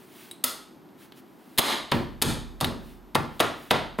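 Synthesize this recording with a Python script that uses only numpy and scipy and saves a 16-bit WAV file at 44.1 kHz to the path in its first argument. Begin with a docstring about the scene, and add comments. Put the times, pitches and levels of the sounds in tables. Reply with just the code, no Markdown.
"""A small garage, ventilation running: a fist knocks the plastic trim home on an open car door's frame.
Each knock or clip snap is a light first touch, then the hollow panel, the clack and crack of its clips,
and the boom of the door. The hardest clip sets the steel frame ringing. In between, a sleeve rustles
and the trim ticks under the fingers. A limiter ducks the loud hits, so the room swells up behind them."""
import sys
import numpy as np
from scipy import signal
from scipy.fft import rfft, irfft
from scipy.io import wavfile

SR = 44100
rng = np.random.default_rng(int(sys.argv[2]) if len(sys.argv) > 2 else 0)


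def waveform_to_disk(signal):
    """Save audio, clipped to [-1, 1], as 16-bit WAV at the path in sys.argv[1]."""
    frames = np.transpose(np.atleast_2d(signal))
    scaled = np.clip(frames, -1, 1) * 32767
    samples = np.round(scaled).astype(np.int16)
    wavfile.write(sys.argv[1], SR, samples)


N = 176400
T = np.arange(N) / SR
SNAP_RISE_S = 0.00026   # attack of every hard contact


def from_db(db):
    """Decibels to gain."""
    return 10 ** (np.asarray(db) / 20)


def at_hz(table, hz, column=1):
    """Read a table on a log-frequency axis."""
    rows = np.array(table)
    return np.interp(np.log(hz + 1e-3), np.log(rows[:, 0]), rows[:, column])


def add(out, start_s, x):
    """Mix x in from start_s."""
    i = max(int(start_s * SR), 0)
    out[i:i + len(x)] += x[:max(N - i, 0)]


def lag(x, seconds):
    """One-pole smoothing."""
    pole = np.exp(-1 / (seconds * SR))
    return signal.lfilter([1 - pole], [1, -pole], x)


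def noise(colour):
    """Steady noise of a given colour, rms 1."""
    hz = np.fft.rfftfreq(N, 1 / SR)
    phases = np.exp(2j * np.pi * rng.random(len(hz)))
    x = irfft(phases * from_db(at_hz(colour, hz)) * (hz > 20), N)
    return x / x.std()


def burst(colour, t60_s, rise_s, hold_s):
    """Countless close modes struck together: they rise, hold while the contact lasts, and die away."""
    t = T[:SR]
    envelope = (1 - np.exp(-(t / rise_s) ** 2)) * from_db(-60 * np.maximum(t - hold_s, 0) / t60_s)
    uneven = rfft(rng.standard_normal(SR) * envelope)
    even = uneven / (np.abs(uneven) + 1e-12)   # no mode stands out
    x = irfft(even * from_db(at_hz(colour, np.fft.rfftfreq(SR, 1 / SR))), SR) * np.sqrt(envelope)
    return x * np.sqrt(np.sum(envelope ** 2) / np.sum(x ** 2))


def ring(modes, rise_s):
    """Single decaying modes, struck a little differently every time."""
    t = T[:2 * SR]
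    x = 0
    for pitch_hz, level_db, t60_s in modes:
        decay = from_db(level_db + rng.normal(0, 1) - 60 * t / t60_s)
        x = x + decay * np.sin(2 * np.pi * (pitch_hz * t + rng.random()))
    return x * (1 - np.exp(-(t / rise_s) ** 2))


# Colour of the ventilation bed: freq_hz, relative_db
VENT_COLOUR = [(25, -42.5), (50, -25), (110, -13), (170, -4), (256, 0), (373, -1.5), (490, -13.5),
               (840, -12), (2550, -27), (3620, -29), (7300, -38), (12200, -36.5), (16000, -44)]


def ventilation():
    """Moving air: a low, steady rush."""
    return from_db(-49.5) * noise(VENT_COLOUR)


def electrical_whine(pitch_hz=13022):
    """One thin, faint, steady tone."""
    return from_db(-70) * np.sin(2 * np.pi * pitch_hz * T)


# The garage's reverb tail: freq_hz, level_db, t60_s
GARAGE_TAIL = [(44, -18.5, 1.6), (99, -21, 0.52), (204, -8.5, 0.5), (494, -7, 0.45), (1296, -4, 0.5),
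               (3600, -8.5, 0.5), (6700, -9, 0.45), (11200, -15, 0.37), (16000, -18, 0.28)]


def garage_reverb(send, build_s=0.0027, diffuse_share=0.45):
    """The room dies away band by band, as dense echoes and a wash of stored energy; mid and side."""
    edges = np.concatenate([np.geomspace(30, 2000, 14)[:-1], np.geomspace(2000, 17000, 18)])
    white = rfft(rng.standard_normal((2, N)))
    hz = np.fft.rfftfreq(N, 1 / SR)
    wash, impulse = 0, 0
    for low, high in zip(edges, edges[1:]):
        centre_hz = np.sqrt(low * high)
        gain, t60_s = from_db(at_hz(GARAGE_TAIL, centre_hz)), at_hz(GARAGE_TAIL, centre_hz, column=2)
        band = irfft(white * ((hz >= low) & (hz < high)), N)
        band_pass = signal.butter(2, [low, high], "band", fs=SR, output="sos")
        power = signal.sosfilt(band_pass, send + 1e-12) ** 2
        # the wash follows the source's energy but loses its fine colour
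        stored = lag(lag(power, build_s), t60_s / np.log(1e6))
        wash = wash + gain * np.sqrt(stored) * band / band.std()
        decay = from_db(-60 * T[:SR] / t60_s) * (1 - np.exp(-T[:SR] / build_s))
        impulse = impulse + gain * band[:, :SR] * decay / np.linalg.norm(decay)
    echoes = signal.fftconvolve(send[None], impulse, axes=1)[:, :N]
    return np.sqrt(diffuse_share) * wash + np.sqrt(1 - diffuse_share) * echoes


# Stereo width across the spectrum: freq_hz, side_gain_db
STEREO_WIDTH = [(40, 5.5), (130, -7.5), (500, -9.5), (1100, -7), (2200, -8.5), (5000, -40), (9000, -35.5),
                (13000, -0.5)]


def stereo_spread(side):
    """What differs between left and right: widest in the deep bass and at the very top."""
    width = from_db(at_hz(STEREO_WIDTH, np.fft.rfftfreq(2 * N, 1 / SR)))
    return irfft(rfft(side, 2 * N) * width)[:N] * np.array([[1], [-1]])


# Swishes of the sleeve: centre_s, half_length_s, level_db
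SLEEVE_SWISHES = [(0.004, 0.07, -54.5), (0.212, 0.08, -47.5), (1.027, 0.03, -51), (1.18, 0.018, -51.5),
                  (1.314, 0.034, -68), (1.545, 0.13, -57.5), (2.887, .06, -54.5), (3.37, 0.046, -55),
                  (3.636, 0.065, -51)]
# Colour of rubbing cloth: freq_hz, relative_db
CLOTH_COLOUR = [(300, -12), (1200, -1), (3200, 1.5), (5800, -6.5), (7300, -8), (9500, -4), (13000, -5),
                (16000, -1.5)]


def sleeve_rustle(grain_db=0.5):
    """Cloth slides on cloth in soft, grainy swells."""
    power = sum(from_db(level_db) ** 2 * np.exp(-((T - centre_s) / half_length_s) ** 2)
                for centre_s, half_length_s, level_db in SLEEVE_SWISHES)
    grain = noise([(30, 15), (200, -7), (1500, -40), (8000, -72)])
    return np.sqrt(power) * from_db(grain_db * grain) * noise(CLOTH_COLOUR)


# Colour of a clip's clack: freq_hz, relative_db
CLACK_COLOUR = [(500, -3.5), (1300, -1.5), (2100, 2), (2500, -3), (3000, 5), (3800, 4), (4800, -4),
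                (5700, -12.5), (8000, -26)]


def clip_clack(hold_s):
    """A clip seats with a short, dry clack."""
    return burst(CLACK_COLOUR, t60_s=0.021, rise_s=SNAP_RISE_S, hold_s=hold_s)


# Colour of cracking plastic edges: freq_hz, relative_db
CRACK_COLOUR = [(2000, -14.5), (5000, -2), (5750, -15.5), (6500, -3), (7250, -11.5), (8200, -3),
                (11500, 0.5), (14000, -2), (16000, -3.5)]


def edge_crack(hold_s):
    """Plastic edges meet with a sharp, bright crack."""
    return burst(CRACK_COLOUR, t60_s=0.04, rise_s=SNAP_RISE_S, hold_s=hold_s)


# Cues for the small ticks: start_s, clack_db, crack_db, metal_db
TICK_CUES = [(0.312, -36, -38.5, -26.5), (0.889, -55, -70, -75), (1.1215, -38.5, -52.5, -66)]
# Ping of a metal clip: pitch_hz, level_db, t60_s
METAL_CLIP_MODES = [(3849, -9, 0.047), (8300, -8.5, 0.057), (10300, -11.5, 0.091)]


def finger_ticks():
    """Trim and clips click lightly under the fingers."""
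    out = np.zeros(N)
    for start_s, clack_db, crack_db, metal_db in TICK_CUES:
        add(out, start_s, from_db(clack_db) * clip_clack(0) + from_db(crack_db) * edge_crack(0))
        add(out, start_s, from_db(metal_db) * ring(METAL_CLIP_MODES, SNAP_RISE_S))
    return out


# Tones of the flexing trim: pitch_hz, level_db, t60_s
TRIM_FLEX_MODES = [(250, -7, .22), (1290, 0, .12), (1400, -5, .1), (1880, -4, .08), (2030, -6, .08)]


def trim_flex(start_s=0.4405):
    """The thumb's press makes the trim flex as its first clip snaps."""
    out = np.zeros(N)
    add(out, start_s, from_db(-22) * ring(TRIM_FLEX_MODES, SNAP_RISE_S))
    return out


# Bright ring of the steel frame: pitch_hz, level_db, t60_s
STEEL_FRAME_MODES = [(2637, -12, .35), (3620, 4, .6), (3700, -4.5, 0.51), (3871, 7, .6), (4040, 2, .6),
                     (4231, -7, .55)]


def frame_ring(start_s=1.59):
    out = np.zeros(N)
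    add(out, start_s, from_db(-28.5) * ring(STEEL_FRAME_MODES, SNAP_RISE_S))
    return out


# Low notes of the whole door: pitch_hz, level_db, t60_s
BOOM_MODES = [(44.4, -15.5, 2), (70.4, -12.5, 1.1), (94.3, -1, 0.4), (119.6, -10.5, 0.75), (135.9, 3, 0.31),
              (154.3, -3, 0.62), (236, -1.5, .6), (345.7, -16.5, 1.1)]
# Colour of the dense modes between them: freq_hz, relative_db
BOOM_COLOUR = [(28, -37.5), (45, -4.5), (60, -14), (120, 0), (250, 3), (450, -5.5), (800, -17), (2000, -38)]


def door_boom(rise_s=0.02):
    """The whole door takes up the hit and blooms into a low boom."""
    boom = ring(BOOM_MODES, rise_s)
    boom[:SR] += burst(BOOM_COLOUR, t60_s=0.48, rise_s=rise_s, hold_s=rise_s)
    return boom


# Colour of the panel's dense modes: freq_hz, relative_db
PANEL_COLOUR = [(60, -33), (150, -6.5), (350, -1.5), (650, -1.5), (1050, -6.5), (1500, -11), (2400, -14.5),
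                (5000, -35.5)]
# Its strongest notes: pitch_hz, level_db, t60_s
PANEL_NOTES = [(244.6, -12.5, 0.07), (352, -11, 0.069), (434, -12.5, 0.11), (561, -5.5, 0.062),
               (650, -7, .06), (981.5, -4, 0.056), (1148, -13.5, 0.081), (1383, -13.5, 0.069),
               (1844, -15, 0.086)]


def hollow_panel(hold_s, rise_s=0.0018):
    """The hollow plastic panel gives the knock its short, boxy body."""
    body = burst(PANEL_COLOUR, t60_s=0.072, rise_s=rise_s, hold_s=hold_s)
    return body + ring(PANEL_NOTES, rise_s)[:SR]


# Brief ring of the clips as they seat: pitch_hz, level_db, t60_s
SEATING_MODES = [(2720, -21, 0.12), (3550, -26, 0.037), (3720, -5, 0.034), (3855, -3.5, 0.011),
                 (4110, -19, 0.021)]


def trim_hit(hold_s, panel_db, clack_db, crack_db, crack_cutoff_hz):
    """One contact on the trim sounds the panel, its clips and its edges together."""
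    panel = hollow_panel(hold_s)
    clack = clip_clack(hold_s) + ring(SEATING_MODES, SNAP_RISE_S)[:SR]
    low_pass = signal.butter(2, crack_cutoff_hz, fs=SR, output="sos")
    crack = signal.sosfilt(low_pass, edge_crack(hold_s) + 1e-18)
    return from_db(panel_db) * panel + from_db(clack_db) * clack + from_db(crack_db) * crack


# Cues for knocks and clip snaps on the trim: hit_s, touch_lead_s, touch_gain_db, hold_s, panel_db,
# clack_db, crack_db, crack_cutoff_hz, boom_db, send_db
HIT_CUES = [ (0.4401, 0.0021, -2.5, 0.0011, -26, -18, -4.5, 17600, -58, 1.5),
            (1.5829, 0.0059, 5.5, 0.0067, -4.5, 2.5, 4.5, 15000, -42, -0.5),
            (1.59, .001, -12, 0.0031, 1, 4.5, 4, 13000, -48, -1),
            (1.919, 0.0036, 4.5, 0.00033, -15.5, -12, -32, 11100, -22.5, 2.5),
            (2.2216, 0.0049, 9, 0.001, -8, -4, 3.5, 10900, -20.5, -0.5),
            (2.61, 0.0061, -1, 0.00052, -20.5, -21, -17, 10800, -26, 6),
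            (2.6445, 0.0014, -15, 0.00033, -46, -14.5, -23.5, 14900, -41, -2.5),
            (3.1522, 0.0042, 5.5, 0.0022, -8.5, -15, -18.5, 10500, -28, -1.5),
            (3.4015, 0.0064, 1.5, 0.0066, -10, -14.5, -15, 10400, -33, 1.5),
            (3.7081, 0.0038, -2, 0.0062, -10.5, -13, -17.5, 10000, -29, 2),
            (3.986, 0.0032, -17, 0.0015, -21, -45, -40, 10000, -10.5, 8)]


def trim_knocks_and_snaps():
    """A light touch, then a knock or a clip snapping in; returns direct sound and reverb send."""
    direct, send = np.zeros(N), np.zeros(N)
    for (hit_s, touch_lead_s, touch_gain_db, hold_s, panel_db, clack_db, crack_db,
         crack_cutoff_hz, boom_db, send_db) in HIT_CUES:
        hit = np.zeros(N)
        touch = trim_hit(0, panel_db=-37, clack_db=-29, crack_db=-28.5, crack_cutoff_hz=crack_cutoff_hz)
        add(hit, hit_s - touch_lead_s, from_db(touch_gain_db) * touch)
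        add(hit, hit_s, trim_hit(hold_s, panel_db, clack_db, crack_db, crack_cutoff_hz))
        add(hit, hit_s, from_db(boom_db) * door_boom())
        direct += hit
        send += from_db(send_db) * hit
    return direct, send


def scene():
    """Knocks, snaps and handling in the garage, over ventilation and whine, mixed as mid and side."""
    hits, hit_send = trim_knocks_and_snaps()
    flex, frame = trim_flex(), frame_ring()
    handling = flex + finger_ticks() + sleeve_rustle()
    direct = hits + frame + handling
    room_mid, room_side = garage_reverb(hit_send + handling)
    near_echo = from_db(-3) * np.interp(T - 0.0069, T, direct)   # a 6.9 ms slap widens the direct sound
    mid = direct + room_mid + ventilation()
    side = near_echo + room_side + ventilation()
    return mid + stereo_spread(side) + electrical_whine()


def record(dry):
    """A fast limiter that recovers slowly, then soft clipping and a cut of the very top."""
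    ceiling_db, release_db_per_s, attack_s, look_ahead_s = -3.5, 153.5, 0.00018, 0.00035
    over_db = np.maximum(20 * np.log10(np.abs(dry).max(axis=0) + 1e-9) - ceiling_db, 0)
    held_db = np.maximum.accumulate(over_db + release_db_per_s * T) - release_db_per_s * T
    duck_db = np.interp(T + look_ahead_s, T, lag(held_db, attack_s))
    limited = dry * from_db(-duck_db)
    low_pass = signal.ellip(10, .1, 80, 15850, fs=SR, output="sos")
    return signal.sosfilt(low_pass, 0.57 * np.tanh(limited / 0.77))


dry = scene()
out = record(dry)
waveform_to_disk(out)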